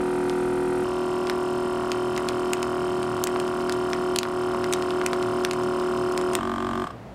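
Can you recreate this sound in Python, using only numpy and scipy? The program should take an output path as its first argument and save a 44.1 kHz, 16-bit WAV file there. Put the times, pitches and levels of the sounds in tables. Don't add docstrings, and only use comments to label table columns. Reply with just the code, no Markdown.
import sys
import numpy as np
from scipy import signal
from scipy.fft import rfft, irfft
from scipy.io import wavfile
from scipy.ndimage import uniform_filter1d

SR = 44100
rng = np.random.default_rng(int(sys.argv[2]) if len(sys.argv) > 2 else 0)


def transcribe(u):
    v = np.clip(np.atleast_2d(u).T, -1, 1)
    q = np.round(v * 32767).astype(np.int16)
    wavfile.write(sys.argv[1], SR, q)


N = 314914
T = np.arange(N) / SR
LOAD_S, RATTLE_S, OFF_S = 0.835, 6.385, 6.85
HUM_HZ = 364.0


def undb(db):
    return 10 ** (np.asarray(db) / 20)


def level(x, db):
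    return x * undb(db) / (np.sqrt(np.mean(x ** 2)) + 1e-12)


def curve(rows):
    return np.interp(T, *np.transpose(rows))


def between(start_s, end_s, fade_s=0.0031):
    return np.clip((T - start_s) / fade_s + 0.5, 0, 1) * np.clip((end_s - T) / fade_s + 0.5, 0, 1)


def band(x, hz, width_hz):
    return signal.lfilter(*signal.iirpeak(hz, max(hz / width_hz, 0.7), fs=SR), x)


def noise(spectrum):
    hz, db = np.transpose(spectrum)
    bins_hz = np.arange(N // 2 + 1) * SR / N + 1
    gain = undb(np.interp(np.log(bins_hz), np.log(hz), db))
    return irfft(rfft(rng.standard_normal(N)) * gain, N)


def wander(rate_hz):
    return np.interp(T * rate_hz, np.arange(400), rng.standard_normal(400))


def shaft_turns(speed, knock_s):
    turns = np.cumsum(curve(speed)) / SR
    return turns - np.interp(knock_s, T, turns)


def count_throbs(turns, multiple, dip_s):
    throbs = HUM_HZ * T - multiple * turns
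    return throbs - np.interp(dip_s, T, throbs)


def motor_hum(throbs, db, shaft_db):
    phase = 2 * np.pi * HUM_HZ * T
    overtone = undb(shaft_db) * np.sin(phase - 2 * np.pi * throbs)
    return np.sqrt(2) * (undb(db) * np.sin(phase) - overtone)


def strokes(turns, start, scatter_db):
    hits = np.flatnonzero(np.diff(np.floor(turns - start)))
    pulses = np.zeros(N)
    pulses[hits] = undb(scatter_db * rng.standard_normal(400)[:len(hits)])
    return pulses


def housing_shake(turns, tones, db, waver, spread_turns):
    out = np.zeros(N)
    for multiple, tone_db in tones:
        lag = spread_turns * rng.standard_normal() + multiple * 0.0914
        strength = undb(tone_db) * (1 + waver * wander(9))
        out += strength * np.cos(2 * np.pi * (multiple * turns - lag))
    return level(out, db)


def valve_knock(pulses, rings, db):
    ringing = sum(undb(ring_db) * band(band(pulses, hz, width), hz, width) for hz, width, ring_db in rings)
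    return level(ringing, db)


def flap_squeak(turns, hz, rise_hz, start, length, jitter, db):
    progress = np.clip((turns - start) % 1 / length, 0, 1)
    length_s = length / np.gradient(turns).mean() / SR
    cycles = length_s * progress * (hz + rise_hz * (progress - 1) / 2)
    swell = np.sin(np.pi * progress) ** 2 * undb(wander(37))
    return level(swell * np.sin(2 * np.pi * (cycles + jitter * wander(45))), db)


def air_puffs(turns, puffs):
    # pitch_hz, width_hz, gain_db
    case_rings = [(2480, 83, -10), (2763, 106, 6), (3093, 46, 10.5), (4200, 150, -1), (5250, 350, 14),
                  (7570, 500, -2), (8550, 260, 1.5), (10980, 85, -15), (12800, 400, -5)]
    out = np.zeros(N)
    for start, length, hz, width, db, fresh in puffs:
        rasp = rng.standard_normal(1100)[(turns % 1 * 1099).astype(int)]
        progress = np.clip((turns - start) % 1 / length, 0, 1)
        opening = np.sin(np.pi * np.sqrt(progress))
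        air = opening * (fresh * rng.standard_normal(N) + (1 - fresh) * rasp)
        air = band(band(air, hz, 1.03 * width), hz, 1.03 * width)
        case = sum(undb(gain_db) * band(air, pitch, span) for pitch, span, gain_db in case_rings)
        out += level(air + case, db)
    return out


def free_pump():
    # time_s, turns_per_s
    speed = [(0, 40.4), (0.84, 40.4)]
    # speed_multiple, relative_db
    tones = [(1, -24), (2, -27), (3, -24), (4, -16), (5, -14), (6, -12.5), (7, -7), (8, -17), (10, -32),
             (11, -20), (12, -15.5), (13, -17.5), (14, -31), (15, -51), (16, -19.5), (17, -40), (18, -19.5),
             (19, -19), (20, -19.5), (21, -31), (22, -22), (23, -28), (24, -17)]
    # pitch_hz, width_hz, relative_db
    rings = [(980, 230, -7.5), (1292, 130, 1.5), (1500, 170, -2.5), (1740, 500, -15.5)]
    # start_turns, length_turns, pitch_hz, width_hz, level_db, fresh_noise_share
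    puffs = [(0, 0.6, 2380, 695, -52.5, 0.05), (.15, 0.86, 9560, 3580, -53, .7)]
    turns = shaft_turns(speed, knock_s=0.104)
    throbs = count_throbs(turns, multiple=9, dip_s=0) + 1 / 4
    pulses = strokes(turns, 0, scatter_db=0.1) + 0.42 * strokes(turns, 0.172, scatter_db=-1.5)
    shake = housing_shake(turns, tones, db=-30.5, waver=0.07, spread_turns=0.494)
    knocks = valve_knock(pulses, rings, db=-37.5)
    whistle = flap_squeak(turns, hz=4260, rise_hz=50.3, start=0.24, length=0.9, jitter=0.14, db=-66)
    whistle += flap_squeak(turns, hz=2444, rise_hz=30, start=0, length=0.86, jitter=0.08, db=-59)
    hum = motor_hum(throbs, db=-26.5, shaft_db=-42)
    return (shake + knocks + hum + air_puffs(turns, puffs) + whistle) * between(-1, LOAD_S)


def air_rush():
    # pitch_hz, relative_db
    spectrum = [(90, -59), (160, -12), (350, -9), (520, -23), (850, -20.5), (1150, -15.5), (1800, -21),
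                (2700, -25), (3600, -26), (6200, -32.5), (8700, -31), (12500, -48.5), (16000, -66)]
    flow_db = 0.51 * wander(8) - 4 * between(RATTLE_S, 9)
    return level(noise(spectrum), -43.5 + flow_db) * between(-1, 6.88, fade_s=0.079)


def kitchen():
    # time_s, relative_db
    swells = [(0.05, -52), (0.13, -57), (0.81, -46.5), (2.05, -47), (3.19, -38.5), (3.23, -47.5),
              (4.68, -40), (5.21, -49), (5.25, -35.5), (5.47, -46), (5.61, -39), (5.8, -56), (6.04, -41),
              (6.23, -54), (7.06, -42), (7.1, -52)]
    # pitch_hz, relative_db
    spectrum = [(18, -64), (30, -37), (59, -6.5), (86, -23), (118, -5), (153, -13.5), (199, -3), (273, -12),
                (554, -12.5), (600, -13.5), (649, -12.5), (3580, -36.5), (16000, -56)]
    drone_db = curve(swells) - 0.5 + 1.5 * wander(8.9)
    drone_hz = 120 + 9 * wander(25)
    drone = undb(drone_db) * np.sin(2 * np.pi * np.cumsum(drone_hz) / SR)
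    mains = level(np.sin(2 * np.pi * 60 * T), db=-58.5)
    return level(noise(spectrum), db=-41.5) + drone + mains


def room_echo(x, db, fade_s):
    age = T[:SR // 2]
    dull_noise = band(rng.standard_normal(len(age)), hz=1430, width_hz=4000)
    tail = dull_noise * np.exp(-np.log(1000) * age / fade_s) * (age > 0.004)
    return signal.fftconvolve(x, tail / np.linalg.norm(tail))[:N] * undb(db)


def film_snap(hz, width_hz, chatter_s, chatter_db, rustle_db, rustle_s):
    age = T[:3000]
    decay = np.exp(-age / chatter_s) + undb(rustle_db) * np.exp(-age / rustle_s)
    burst = undb(chatter_db) * rng.standard_normal(len(age)) * decay
    burst[0] += 1
    out = band(band(burst, hz, 2.1 * width_hz), hz, 2.1 * width_hz)
    return out / np.linalg.norm(out)


def crease(ring_hz, treble_db, sharp_db):
    # pitch_hz, width_hz, relative_db
    parts = [(ring_hz, 0.62 * ring_hz, -8), (3960, 3000, -12.5),
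             (7500, 1500, treble_db - 1.5), (12500, 1500, treble_db + sharp_db)]
    texture = dict(chatter_s=0.00085, chatter_db=-9.5, rustle_db=-19, rustle_s=0.0066)
    return sum(undb(db) * film_snap(hz, width, **texture) for hz, width, db in parts)


def add(out, start_s, sound):
    i = int(start_s * SR)
    out[i:i + len(sound)] += sound[:N - i]


def bag(crackle_db, pop_db, tick_db):
    # start_s, relative_db, pitch_hz, treble_db
    crackles = [(0.2957, -19, 2900, -22), (1.27, -19.5, 2500, -27), (1.297, -8, 1700, -32),
                (1.917, -10.5, 2720, -19), (2.1633, -20, 2940, -28), (2.1763, -11.5, 1940, -40),
                (2.2862, -10, 2840, -16), (2.5326, -8, 1760, -10), (2.6279, -12.5, 1600, -15),
                (3.0285, -19.5, 1940, -11), (3.238, -10, 7840, -5), (3.2705, -10, 2410, -11),
                (3.3992, -14.5, 1680, -12.5), (3.6945, -10.5, 1700, -25), (3.7229, -17, 3130, -8.5),
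                (3.9315, -11, 1990, -29), (4.1599, -7, 3800, -25), (4.1864, -2.5, 5260, -30),
                (4.2303, -8, 1660, -26), (4.6415, -15, 1600, -18), (4.7254, -13, 2520, -8),
                (4.7346, -8.5, 3010, -10), (4.8227, -18.5, 2070, -35), (4.9053, -18.5, 2440, -22),
                (5.0619, -7, 2000, -10), (5.1313, -14.5, 1960, -20), (5.226, -19.5, 2730, -25),
                (5.448, -6.5, 1590, -18), (5.5104, -9.5, 2700, -31), (5.5328, -15, 1650, -18),
                (6.1759, -13, 1850, -12), (6.212, -22, 1960, -10), (6.333, -17, 1600, -9),
                (6.3512, -6, 1870, -10)]
    # start_s, relative_db, pitch_hz
    pops = [(1.836, -20, 796), (3.361, -13.5, 952), (4.253, -15.5, 1100), (4.547, -15.5, 793),
            (5.015, -15, 1300), (5.132, -12.5, 844)]
    out = np.zeros(N)
    for start_s, db, hz, treble_db in crackles:
        sharp_db = -4.5 + 0.9 * db
        add(out, start_s + 0.000996, undb(db + crackle_db) * crease(hz, treble_db, sharp_db))
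    for start_s, db, hz in pops:
        pop = film_snap(hz, 0.5 * hz, chatter_s=0.0011, chatter_db=-21.5, rustle_db=-38, rustle_s=0.007)
        add(out, start_s, undb(db + pop_db) * pop)
    for when, softness, pitch in rng.random((16, 3)):
        hz = 2000 + 4000 * pitch
        tick = film_snap(hz, 3000, chatter_s=0.00092, chatter_db=-18, rustle_db=-9, rustle_s=0.005)
        add(out, 2 + 4.3 * when, undb(tick_db - 6.6 * softness) * tick)
    return out


def loaded_pump():
    # time_s, turns_per_s
    speed = [(0.85, 40.42), (1.62, 40.4), (1.75, 40.19), (3.42, 40.19), (6.385, 39.83)]
    # speed_multiple, relative_db
    tones = [(1, -29.5), (2, -26.5), (3, -26), (4, -21), (5, -20), (6, -11.5), (7, -14), (8, -14.5),
             (10, -18.5), (11, -20), (12, -26.5), (13, -24.5), (14, -14), (15, -24), (16, -18), (17, -14),
             (18, -21.5), (19, -20.5), (20, -22), (21, -30), (22, -28), (23, -23), (24, -22.5)]
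    # pitch_hz, width_hz, relative_db
    rings = [(1035, 105, -6.5), (1082, 165, 5.5), (1380, 230, -7)]
    clack_rings = [(1371, 143, 0)]
    return_rings = [(1016, 297, -0.5), (1895, 420, -14.5)]
    # start_turns, length_turns, pitch_hz, width_hz, level_db, fresh_noise_share
    puffs = [(0.496, 0.45, 2750, 1000, -50.5, 0.15), (0.17, 0.59, 8900, 4700, -55, 0.7),
             (0.14, 0.54, 13100, 2200, -72, 0.9)]
    growth_db = {"hum": 2.2, "shake": 1.0, "clack": 3.5, "squeak": 3.5}
    turns = shaft_turns(speed, knock_s=0.978)
    throbs = count_throbs(turns, multiple=9, dip_s=2.27)
    turns -= 0.0083 * np.sin(2 * np.pi * throbs)
    vacuum = np.clip((T - LOAD_S) / (RATTLE_S - LOAD_S), 0, 1) ** 2
    pulses = strokes(turns, 0, scatter_db=0.34)
    shake = housing_shake(turns, tones, db=-32.5, waver=0.15, spread_turns=0.23)
    shake *= undb(growth_db["shake"] * vacuum)
    knocks = valve_knock(pulses, rings, db=-36)
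    knocks += valve_knock(pulses, clack_rings, db=-47.5 + growth_db["clack"] * vacuum)
    strain_db = 1.7 * np.cos(2 * np.pi * throbs)
    knocks += valve_knock(strokes(turns, 0.56, scatter_db=2.5), return_rings, db=-43 + strain_db)
    outlet = flap_squeak(turns, hz=5180, rise_hz=447, start=0.0216, length=0.22, jitter=0.13, db=-55.5)
    outlet *= undb(growth_db["squeak"] * vacuum)
    inlet = flap_squeak(turns, hz=2840, rise_hz=393, start=0.44, length=0.34, jitter=0.065, db=-55.5)
    whistle = flap_squeak(turns, hz=4320, rise_hz=50, start=0.24, length=0.9, jitter=0.12, db=-63)
    hum = motor_hum(throbs, db=-28 + growth_db["hum"] * vacuum, shaft_db=-45)
    air = air_puffs(turns, puffs)
    return (shake + hum + knocks + air + outlet + inlet + whistle) * between(LOAD_S, RATTLE_S)


def rattling_pump():
    # time_s, turns_per_s
    speed = [(6.385, 46.3), (6.843, 46.3), (6.85, 32), (6.91, 26), (6.94, 0)]
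    # speed_multiple, relative_db
    tones = [(1, -18), (2, -15.5), (3, -21), (4, -17), (5, -4.5), (6, -10.5), (7, -8)]
    # pitch_hz, width_hz, relative_db
    rings = [(680, 113, -2), (896, 81, -5), (1138, 200, 0), (1210, 130, -16), (1550, 180, -8),
             (2090, 210, -22), (3240, 460, -22)]
    # start_turns, length_turns, pitch_hz, width_hz, level_db, fresh_noise_share
    puffs = [(0, 0.37, 3240, 1500, -50.5, 1), (0, 0.37, 7750, 2600, -57.5, 0.54),
             (0, .25, 13000, 4000, -67, .7)]
    turns = shaft_turns(speed, knock_s=6.473)
    throbs = count_throbs(turns, multiple=8, dip_s=6.565)
    shake = housing_shake(turns, tones, db=-31.5, waver=0.069, spread_turns=0.29)
    hum = motor_hum(throbs, db=-36, shaft_db=-37)
    motor = (shake + hum) * between(-1, OFF_S, fade_s=0.044)
    knocks = valve_knock(strokes(turns, 0, scatter_db=0.4), rings, db=-31)
    coasting_db = -150 * np.maximum(T - OFF_S, 0)
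    return (motor + knocks + air_puffs(turns, puffs)) * undb(coasting_db) * between(RATTLE_S, 6.94)


def scene():
    pump = free_pump() + loaded_pump() + rattling_pump()
    film = bag(crackle_db=15, pop_db=13.5, tick_db=-16)
    pump_without_hum = pump - band(pump, HUM_HZ, width_hz=50)
    echo = room_echo(undb(-2.5) * film + pump_without_hum, db=-15, fade_s=0.22)
    return (pump + film + echo + air_rush() + kitchen())[None]


def record(dry):
    limit_db, dip_share, recover_db_per_s, delay_s = -8.5, 0.71, 16.5, 0.006
    top_hz = 15700
    level_db = 20 * np.log10(np.abs(dry[0]) + 1e-9)
    cut_db = np.maximum(level_db - limit_db, 0) * dip_share
    recovery_db = recover_db_per_s * T
    dip_db = np.maximum.accumulate(cut_db + recovery_db) - recovery_db
    gain = undb(-np.interp(T - delay_s, T, uniform_filter1d(dip_db, size=200)))
    treble_cut = signal.ellip(8, 0.2, 70, top_hz, fs=SR, output="sos")
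    return signal.sosfilt(treble_cut, dry * gain)


dry = scene()
out = record(dry)
transcribe(out)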